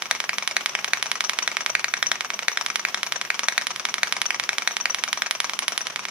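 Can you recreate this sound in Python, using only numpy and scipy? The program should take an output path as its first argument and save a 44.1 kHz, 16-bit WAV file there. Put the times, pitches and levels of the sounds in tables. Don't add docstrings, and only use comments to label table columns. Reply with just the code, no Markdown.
import sys
import numpy as np
from scipy import signal
from scipy.fft import rfft, irfft
from scipy.io import wavfile
from scipy.ndimage import uniform_filter1d

SR = 44100
rng = np.random.default_rng(int(sys.argv[2]) if len(sys.argv) > 2 else 0)


def magnitude_from_level(level_db):
    exponent = np.asarray(level_db, float) / 20
    return 10 ** exponent


def generate_wav(signal):
    frames = np.transpose(np.atleast_2d(signal))
    scaled = np.clip(frames, -1, 1) * 32767
    pcm = np.round(scaled).astype(np.int16)
    wavfile.write(sys.argv[1], SR, pcm)


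N = 269010


def level(x, db):
    return x * magnitude_from_level(db) / np.sqrt(np.mean(x ** 2))


def band(x, hz, width_hz):
    return signal.lfilter(*signal.iirpeak(hz, hz / width_hz, fs=SR), x)


def lowpass(x, order, hz):
    return signal.sosfilt(signal.butter(order, hz, fs=SR, output="sos"), x)


def strikes(s, size):
    at = np.clip(np.round(np.ravel(s) * SR).astype(int), 0, N - 1)
    return np.bincount(at, np.ravel(size), N) + 1e-18


def ring(x, hz, t60_s, turn_rad):
    r = np.exp(-np.log(1000) / (t60_s * SR))
    w = 2 * np.pi * hz / SR
    return signal.lfilter([np.sin(turn_rad), r * np.sin(w - turn_rad)], [1, -2 * r * np.cos(w), r * r], x)


def walk(rate_hz):
    k = int(SR / rate_hz)
    held = np.repeat(rng.standard_normal(N // k + 1), k)
    return 1.8 * uniform_filter1d(uniform_filter1d(held, k), k)[:N]


# (time [s], level [dB], return stroke after [ms], upper body [dB], bounce gap [ms])
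SQUARE_LANDINGS = [(0.1116, -12, 39, 1.4, 0.52), (0.2935, -12, 38.3, -6.5, 0.42),
                   (.567, -10, 42, -2.5, 0.49), (.7518, -11.5, 37.6, -7, 0.36),
                   (0.9343, -8, 38, -5.5, 0.48), (1.477, -13, 39, -2, 0.52), (1.752, -7.5, 43, -12, 0.46),
                   (1.8438, -11.5, 39, -4, .47), (1.939, -10.5, 29.4, -7.5, 0.49),
                   (2.0274, -11, 34, -2.5, 0.53), (2.1166, -12.5, 39.3, 0.5, 0.55),
                   (2.4828, -9.5, 34, -3, 0.46), (2.5735, -12, 38, -5, 0.54), (2.851, -10, 35, -14, 0.46),
                   (2.945, -16, 29.5, 0.5, 0.54), (3.3034, -9.5, 40.3, -13, 0.46),
                   (3.4851, -10.5, 38.1, 0, .51), (3.5794, -9.5, 34, -2.5, 0.48),
                   (4.0324, -9, 40, -2.5, .47), (4.306, -11, 39, -9.5, 0.4),
                   (4.4917, -10.5, 39.5, -6, 0.52), (4.6756, -11, 34, -1, 0.51),
                   (4.8565, -10.5, 42, -5, 0.44), (5.2208, -11.5, 41, -5.5, .545)]
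# (time [s], level [dB], return stroke after [ms], glass edge [dB])
RIM_LANDINGS = [(.384, -18, 40.3, -11), (.4763, -17, 35.7, -5.5), (.66, -15, 34, -11),
                (.845, -17.5, 33.1, -12), (1.1162, -16, 39, -8), (1.2071, -15.5, 33.5, -11.5),
                (1.2957, -15, 38, -10), (1.3885, -15.5, 35.3, -11), (1.6625, -14.5, 33.5, -19),
                (2.663, -19.5, 38.6, -4), (2.758, -16, 37, -7), (3.0318, -18, 33.5, -8),
                (3.1227, -17.5, 36.5, -9), (3.3935, -17.5, 40, -10), (3.853, -16.5, 35, -8),
                (3.9417, -17.5, 40.6, -8), (4.1247, -15, 42, -9), (4.217, -16, 39.4, -6),
                (4.3982, -16, 39.5, -18), (4.5833, -16.5, 38.4, -10), (4.768, -18, 34, -10),
                (5.0381, -16, 40, -7), (5.1298, -15.5, 44.7, -8), (5.3106, -16.5, 40.5, -3),
                (5.9603, -19, 32.6, -20)]
# (time [s], level [dB], return stroke after [ms], glass edge [dB])
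BASE_LANDINGS = [(.0225, -21, 34.2, -11), (0.2029, -18, 38, -13), (1.0269, -18.5, 31.7, -2),
                 (1.5693, -13, 38, -42), (2.2083, -17.5, 39, -20), (2.3035, -17.5, 32, -33),
                 (2.3918, -19, 33.4, -31), (3.2138, -19, 36.8, -15), (3.6696, -19, 36, -4.5),
                 (3.7614, -25.5, 35.6, -4), (4.9464, -18.5, 39.7, -6.5), (5.403, -17, 41, -2),
                 (5.4962, -20.5, 38.5, -17), (5.5909, -20.5, 32.6, 3.5), (5.6815, -16.5, 40, -1),
                 (5.778, -20.5, 30.5, 3), (5.8697, -22, 30.4, -5.5), (6.0531, -20.5, 32, -25)]
SQUARE_LOW_DB, LOW_PER_UPPER = -4, 1.85
SQUARE_EDGE_DB, EDGE_PER_UPPER = -14, 1.6
RIM_LOW_DB, BASE_LOW_DB = -8, -6
GLANCING_UPPER_DB, UPPER_PER_EDGE = 1.75, 0.26


def knocks():
    s, db, _, upper_db, gap_ms = np.transpose(SQUARE_LANDINGS)
    low_db = SQUARE_LOW_DB + LOW_PER_UPPER * upper_db
    edge_db = SQUARE_EDGE_DB + EDGE_PER_UPPER * upper_db
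    rows = [(s, db, low_db, upper_db, edge_db, gap_ms)]
    for table, low_db in ((RIM_LANDINGS, RIM_LOW_DB), (BASE_LANDINGS, BASE_LOW_DB)):
        s, db, _, edge_db = np.transpose(table)
        upper_db = GLANCING_UPPER_DB + UPPER_PER_EDGE * edge_db
        rows.append((s, db, low_db + 0 * s, upper_db, edge_db, 0 * s))
    return np.hstack(rows)


# (time [s], level [dB], tube ring [dB])
WALL_TAPS = [(0.3395, -30, 2), (0.881, -26, 7), (1.0662, -23.5, 6), (1.247, -22, 10), (1.3357, -28, -1),
             (1.427, -20.5, 6), (1.6089, -24, -7), (1.6994, -29, 11.5), (2.0671, -22, 6),
             (2.6185, -28.5, 4), (3.0699, -22, 2), (3.162, -22, 7), (3.3483, -33, -1), (3.44, -24.5, 3),
             (3.6204, -22.5, 2), (3.709, -26.5, 10), (3.7162, -32, 11), (3.8018, -26, 0), (3.8937, -26, 5),
             (4.079, -29, 3), (4.2613, -26, 10), (4.717, -30, 9), (4.8094, -29, 16.5), (4.9012, -29, 10),
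             (4.9912, -25.5, 0), (5.0843, -25, 1.4), (5.2664, -21.5, -9), (5.449, -20, -5),
             (5.6273, -25.5, 5), (5.815, -27, 3)]
RETURN_DB, RETURN_DB_PER_MS, USUAL_RETURN_MS = -19, 0.41, 37
RETURN_UPPER_DB, UPPER_SCATTER_DB = -6, 3
RETURN_TUBE_DB, TUBE_SCATTER_DB = -11, 2
TAP_UPPER_DB = -2.5
FAINT_TAP_DB, FAINT_TAP_TUBE_DB, FAINT_TAP_AFTER_MS = -36, 10, 5.5


def rattles():
    landings = [*SQUARE_LANDINGS, *RIM_LANDINGS, *BASE_LANDINGS]
    s, _, after_ms = np.transpose([row[:3] for row in landings])
    upper, tube, wait_ms, faint = rng.standard_normal((len(s), 4)).T
    back_s = s + after_ms / 1000
    back_db = RETURN_DB + RETURN_DB_PER_MS * (after_ms - USUAL_RETURN_MS)
    back = (back_s, back_db, RETURN_UPPER_DB + UPPER_SCATTER_DB * upper, RETURN_TUBE_DB + TUBE_SCATTER_DB * tube)
    faint_s = back_s + (FAINT_TAP_AFTER_MS + wait_ms) / 1000
    faint_taps = (faint_s, FAINT_TAP_DB + 0 * s, TAP_UPPER_DB + 0 * s, FAINT_TAP_TUBE_DB + 2 * faint)
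    tap_s, tap_db, tap_tube_db = np.transpose(WALL_TAPS)
    loud_taps = (tap_s, tap_db, TAP_UPPER_DB + 0 * tap_s, tap_tube_db)
    return np.hstack([back, faint_taps, loud_taps])


# (frequency [Hz], t60 [s], knock [dB], rattle [dB], left lag [rad], left excess [dB])
BODY_MODES = [(620, 0.0069, -3, -4, -0.45, -9), (1210, 0.0063, -6.5, -6, 0.37, -6),
              (1730, 0.0045, -6, -5.5, 1.3, 1.5), (2266, 0.0052, 1, -3.5, 1.0, 0),
              (3070, 0.0036, -2.5, -9.5, 2, -8), (3606, 0.0018, 2.5, -8.5, 0.77, 8),
              (4920, 0.0019, -6.5, 1.5, 1.28, 2), (5890, 0.032, -23.5, -12.5, 2.5, 4),
              (6800, 0.0023, -12.5, -11, 22, -12), (9900, 0.0043, 0, -7, 3, 3),
              (12700, 0.0021, -38, -1.5, 40.5, 1)]
CHATTER_S, CHATTER_DB, CHATTER_SCATTER_DB = .005, -17, 3
SKID_S, GRAZE_S, GRAZE_DB, BOUNCE_DB = .0006, .00054, 6, -.8
SQUARE_PAN_DB, GLANCING_PAN_DB, LOOSE_PAN_DB = -0.3, -3, 1.5
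THIN_HZ, LEAK_DB = 840, -30.5
CONTACT_HZ, LOOSE_HZ = 9500, 7800
LOW_TOP_HZ, MIDDLE_TOP_HZ, UPPER_TOP_HZ = 1400, 2900, 6500


def engine(knock_rows, rattle_rows):
    s, db, low_db, upper_db, edge_db, gap_ms = knock_rows
    r_s, r_db, r_upper_db, tube_db = rattle_rows
    square = gap_ms > 0
    pan_db = np.where(square, SQUARE_PAN_DB, GLANCING_PAN_DB)
    late_s = CHATTER_S * rng.exponential(size=(len(r_s), 8))
    tick = magnitude_from_level(CHATTER_DB + CHATTER_SCATTER_DB * rng.standard_normal(late_s.shape))
    tick = tick * rng.choice([-1, 1], late_s.shape)
    skid_s = SKID_S * (np.arange(3) + rng.random(size=(len(r_s), 3)) - 1)
    touch = magnitude_from_level(2.0 * rng.standard_normal(skid_s.shape) - 4.5)
    touch = touch * np.sign(rng.standard_normal(skid_s.shape))
    out = np.zeros((2, N))
    for hz, t60_s, knock_db, rattle_db, lag_rad, left_db in BODY_MODES:
        regions = [hz < LOW_TOP_HZ, hz < MIDDLE_TOP_HZ, hz < UPPER_TOP_HZ]
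        colour_db = np.select(regions, [low_db, 0 * db, upper_db], edge_db)
        size = np.where(square, .55, -1) * magnitude_from_level(db + colour_db + knock_db + 7)
        r_regions = [hz < MIDDLE_TOP_HZ, 5500 < hz < UPPER_TOP_HZ]
        r_colour_db = np.select(r_regions, [0 * r_db, tube_db], r_upper_db)
        spot_db = 1.5 * rng.standard_normal(len(r_s))
        r_size = magnitude_from_level(r_db + r_colour_db + rattle_db + 4 + spot_db)[:, None]
        loose = strikes(r_s[:, None] + skid_s, r_size * touch) + strikes(r_s[:, None] + late_s, r_size * tick)
        loose = signal.lfilter(*signal.butter(2, LOOSE_HZ, fs=SR), loose)
        for side, sign in enumerate((1, -1)):
            heard = size * magnitude_from_level(sign * pan_db / 2)
            bounce = strikes(s + gap_ms / 1000, heard * square * magnitude_from_level(BOUNCE_DB) * (hz > LOW_TOP_HZ))
            graze = strikes(s - GRAZE_S, heard * square * magnitude_from_level(GRAZE_DB) * (hz < 2000))
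            blows = strikes(s, heard) + bounce - graze + magnitude_from_level(sign * LOOSE_PAN_DB / 2) * loose
            out[side] += magnitude_from_level(sign * left_db / 2) * ring(blows, hz, t60_s, -.5 * sign * lag_rad)
    thin = signal.sosfilt(signal.butter(4, THIN_HZ, "high", fs=SR, output="sos"), out)
    return lowpass(thin + magnitude_from_level(LEAK_DB) * out, 2, CONTACT_HZ)


# (frequency [Hz], density [dB per Hz])
SCRAPE_COLOUR = [(88, -45), (150, -12.5), (301, -8.5), (1130, 0), (2140, -6), (2770, -3), (4380, -11.5),
                 (5870, -8.5), (8170, -22), (9990, -27), (12000, -44), (15600, -68), (22000, -120)]
SLIDE_DB, SLIDE_FADE_S, SLIDE_REST = -38.5, 0.0081, 0.64


def slide(s):
    fade = np.exp(-1 / (SLIDE_FADE_S * SR))
    push = SLIDE_REST + signal.lfilter([1], [1, -fade], strikes(s, .5 + 0 * s))
    hz = np.fft.rfftfreq(N, 1 / SR) + 1
    colour_hz, colour_db = np.transpose(SCRAPE_COLOUR)
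    colour = magnitude_from_level(np.interp(np.log(hz), np.log(colour_hz), colour_db))
    grain = rng.standard_normal((2, N)) * magnitude_from_level(2 * walk(200))
    mid, side = rfft(grain) * colour
    side = side * np.clip(hz / 4500, 0, 1) ** 0.47
    return level(irfft([mid + side, mid - side], N) * push, SLIDE_DB)


# (time [s], hiss [dB])
TORCH_LEVEL = [
    (0.0, -57.5),
    (4.55, -59),
    (4.91, -56),
    (6.1, -62.5),
]
FLAME_HZ, FLAME_WIDTH_HZ = 13800, 4500


def flame():
    s, db = np.transpose(TORCH_LEVEL)
    hiss = rng.standard_normal((2, N))
    for _ in range(2):
        hiss = band(hiss, FLAME_HZ, FLAME_WIDTH_HZ)
    flutter_db = 2 * walk(60)
    return level(hiss, 1.5) * magnitude_from_level(np.interp(np.arange(N) / SR, s, db) + flutter_db)


# (frequency [Hz], width [Hz], level [dB])
HOUSE_TONES = [(30, 30, -81), (76, 81, -77.5), (130.6, 13, -65), (160.4, 25, -69), (202.6, 12, -61.5),
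               (248, 17, -64), (374, 60, -60.5)]


def hum():
    out = 0
    for hz, width_hz, db in HOUSE_TONES:
        mid, side = band(band(rng.standard_normal((2, N)), hz, width_hz), hz, width_hz)
        out = out + level(mid + (0.14 + 14 / hz) * side * np.array([[1], [-1]]), db)
    return out


# (delay [s], left [dB], right [dB])
EARLY_ECHOES = [(.0015, -20.5, -38), (.0028, -9.5, -15.5), (.0060, -25.5, -14), (.0083, -29, -41),
                (0.0127, -18, -29)]
ROOM_T60_S, ROOM_DULL_HZ, ROOM_DB, ECHO_SMEAR_S = 0.28, 7200, -10, 0.00061


def room(near):
    t = np.arange(SR // 3) / SR
    tail = magnitude_from_level(ROOM_DB - 29.5 - 60 * t / ROOM_T60_S) * np.clip(t / 0.0013, 0, 1)
    shape = tail + np.zeros((2, 1))
    for s, left_db, right_db in EARLY_ECHOES:
        smear = np.exp(-((t - s) / ECHO_SMEAR_S) ** 2)
        shape = shape + magnitude_from_level([[left_db - 15.5], [right_db - 24.5]]) * smear
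    answer = lowpass(shape * rng.standard_normal(shape.shape), 1, ROOM_DULL_HZ)
    return signal.fftconvolve(near, answer, axes=1)[:, :N]


TOP_HZ = 15600


def scene():
    blows, loose = knocks(), rattles()
    near = engine(blows, loose)
    steady = lowpass(slide(np.r_[blows[0], loose[0]]) + flame() + hum(), 12, TOP_HZ)
    return near + room(near) + steady


def low_pass(x):
    return signal.sosfilt(signal.butter(12, 16520, fs=SR, output="sos"), x)


# (frequency [Hz], width [Hz], left [dB], right [dB])
PORT_MODES = [(5830, 290, 3, 1.5), (9870, 980, -3.5, 5.5)]


def record(dry):
    x = dry
    for hz, width_hz, left_db, right_db in PORT_MODES:
        x = x + magnitude_from_level([[left_db], [right_db]]) * band(dry, hz, width_hz)
    x = lowpass(np.clip(x, -.92, .92), 6, TOP_HZ)
    return low_pass(x)


dry = scene()
out = record(dry)
generate_wav(out)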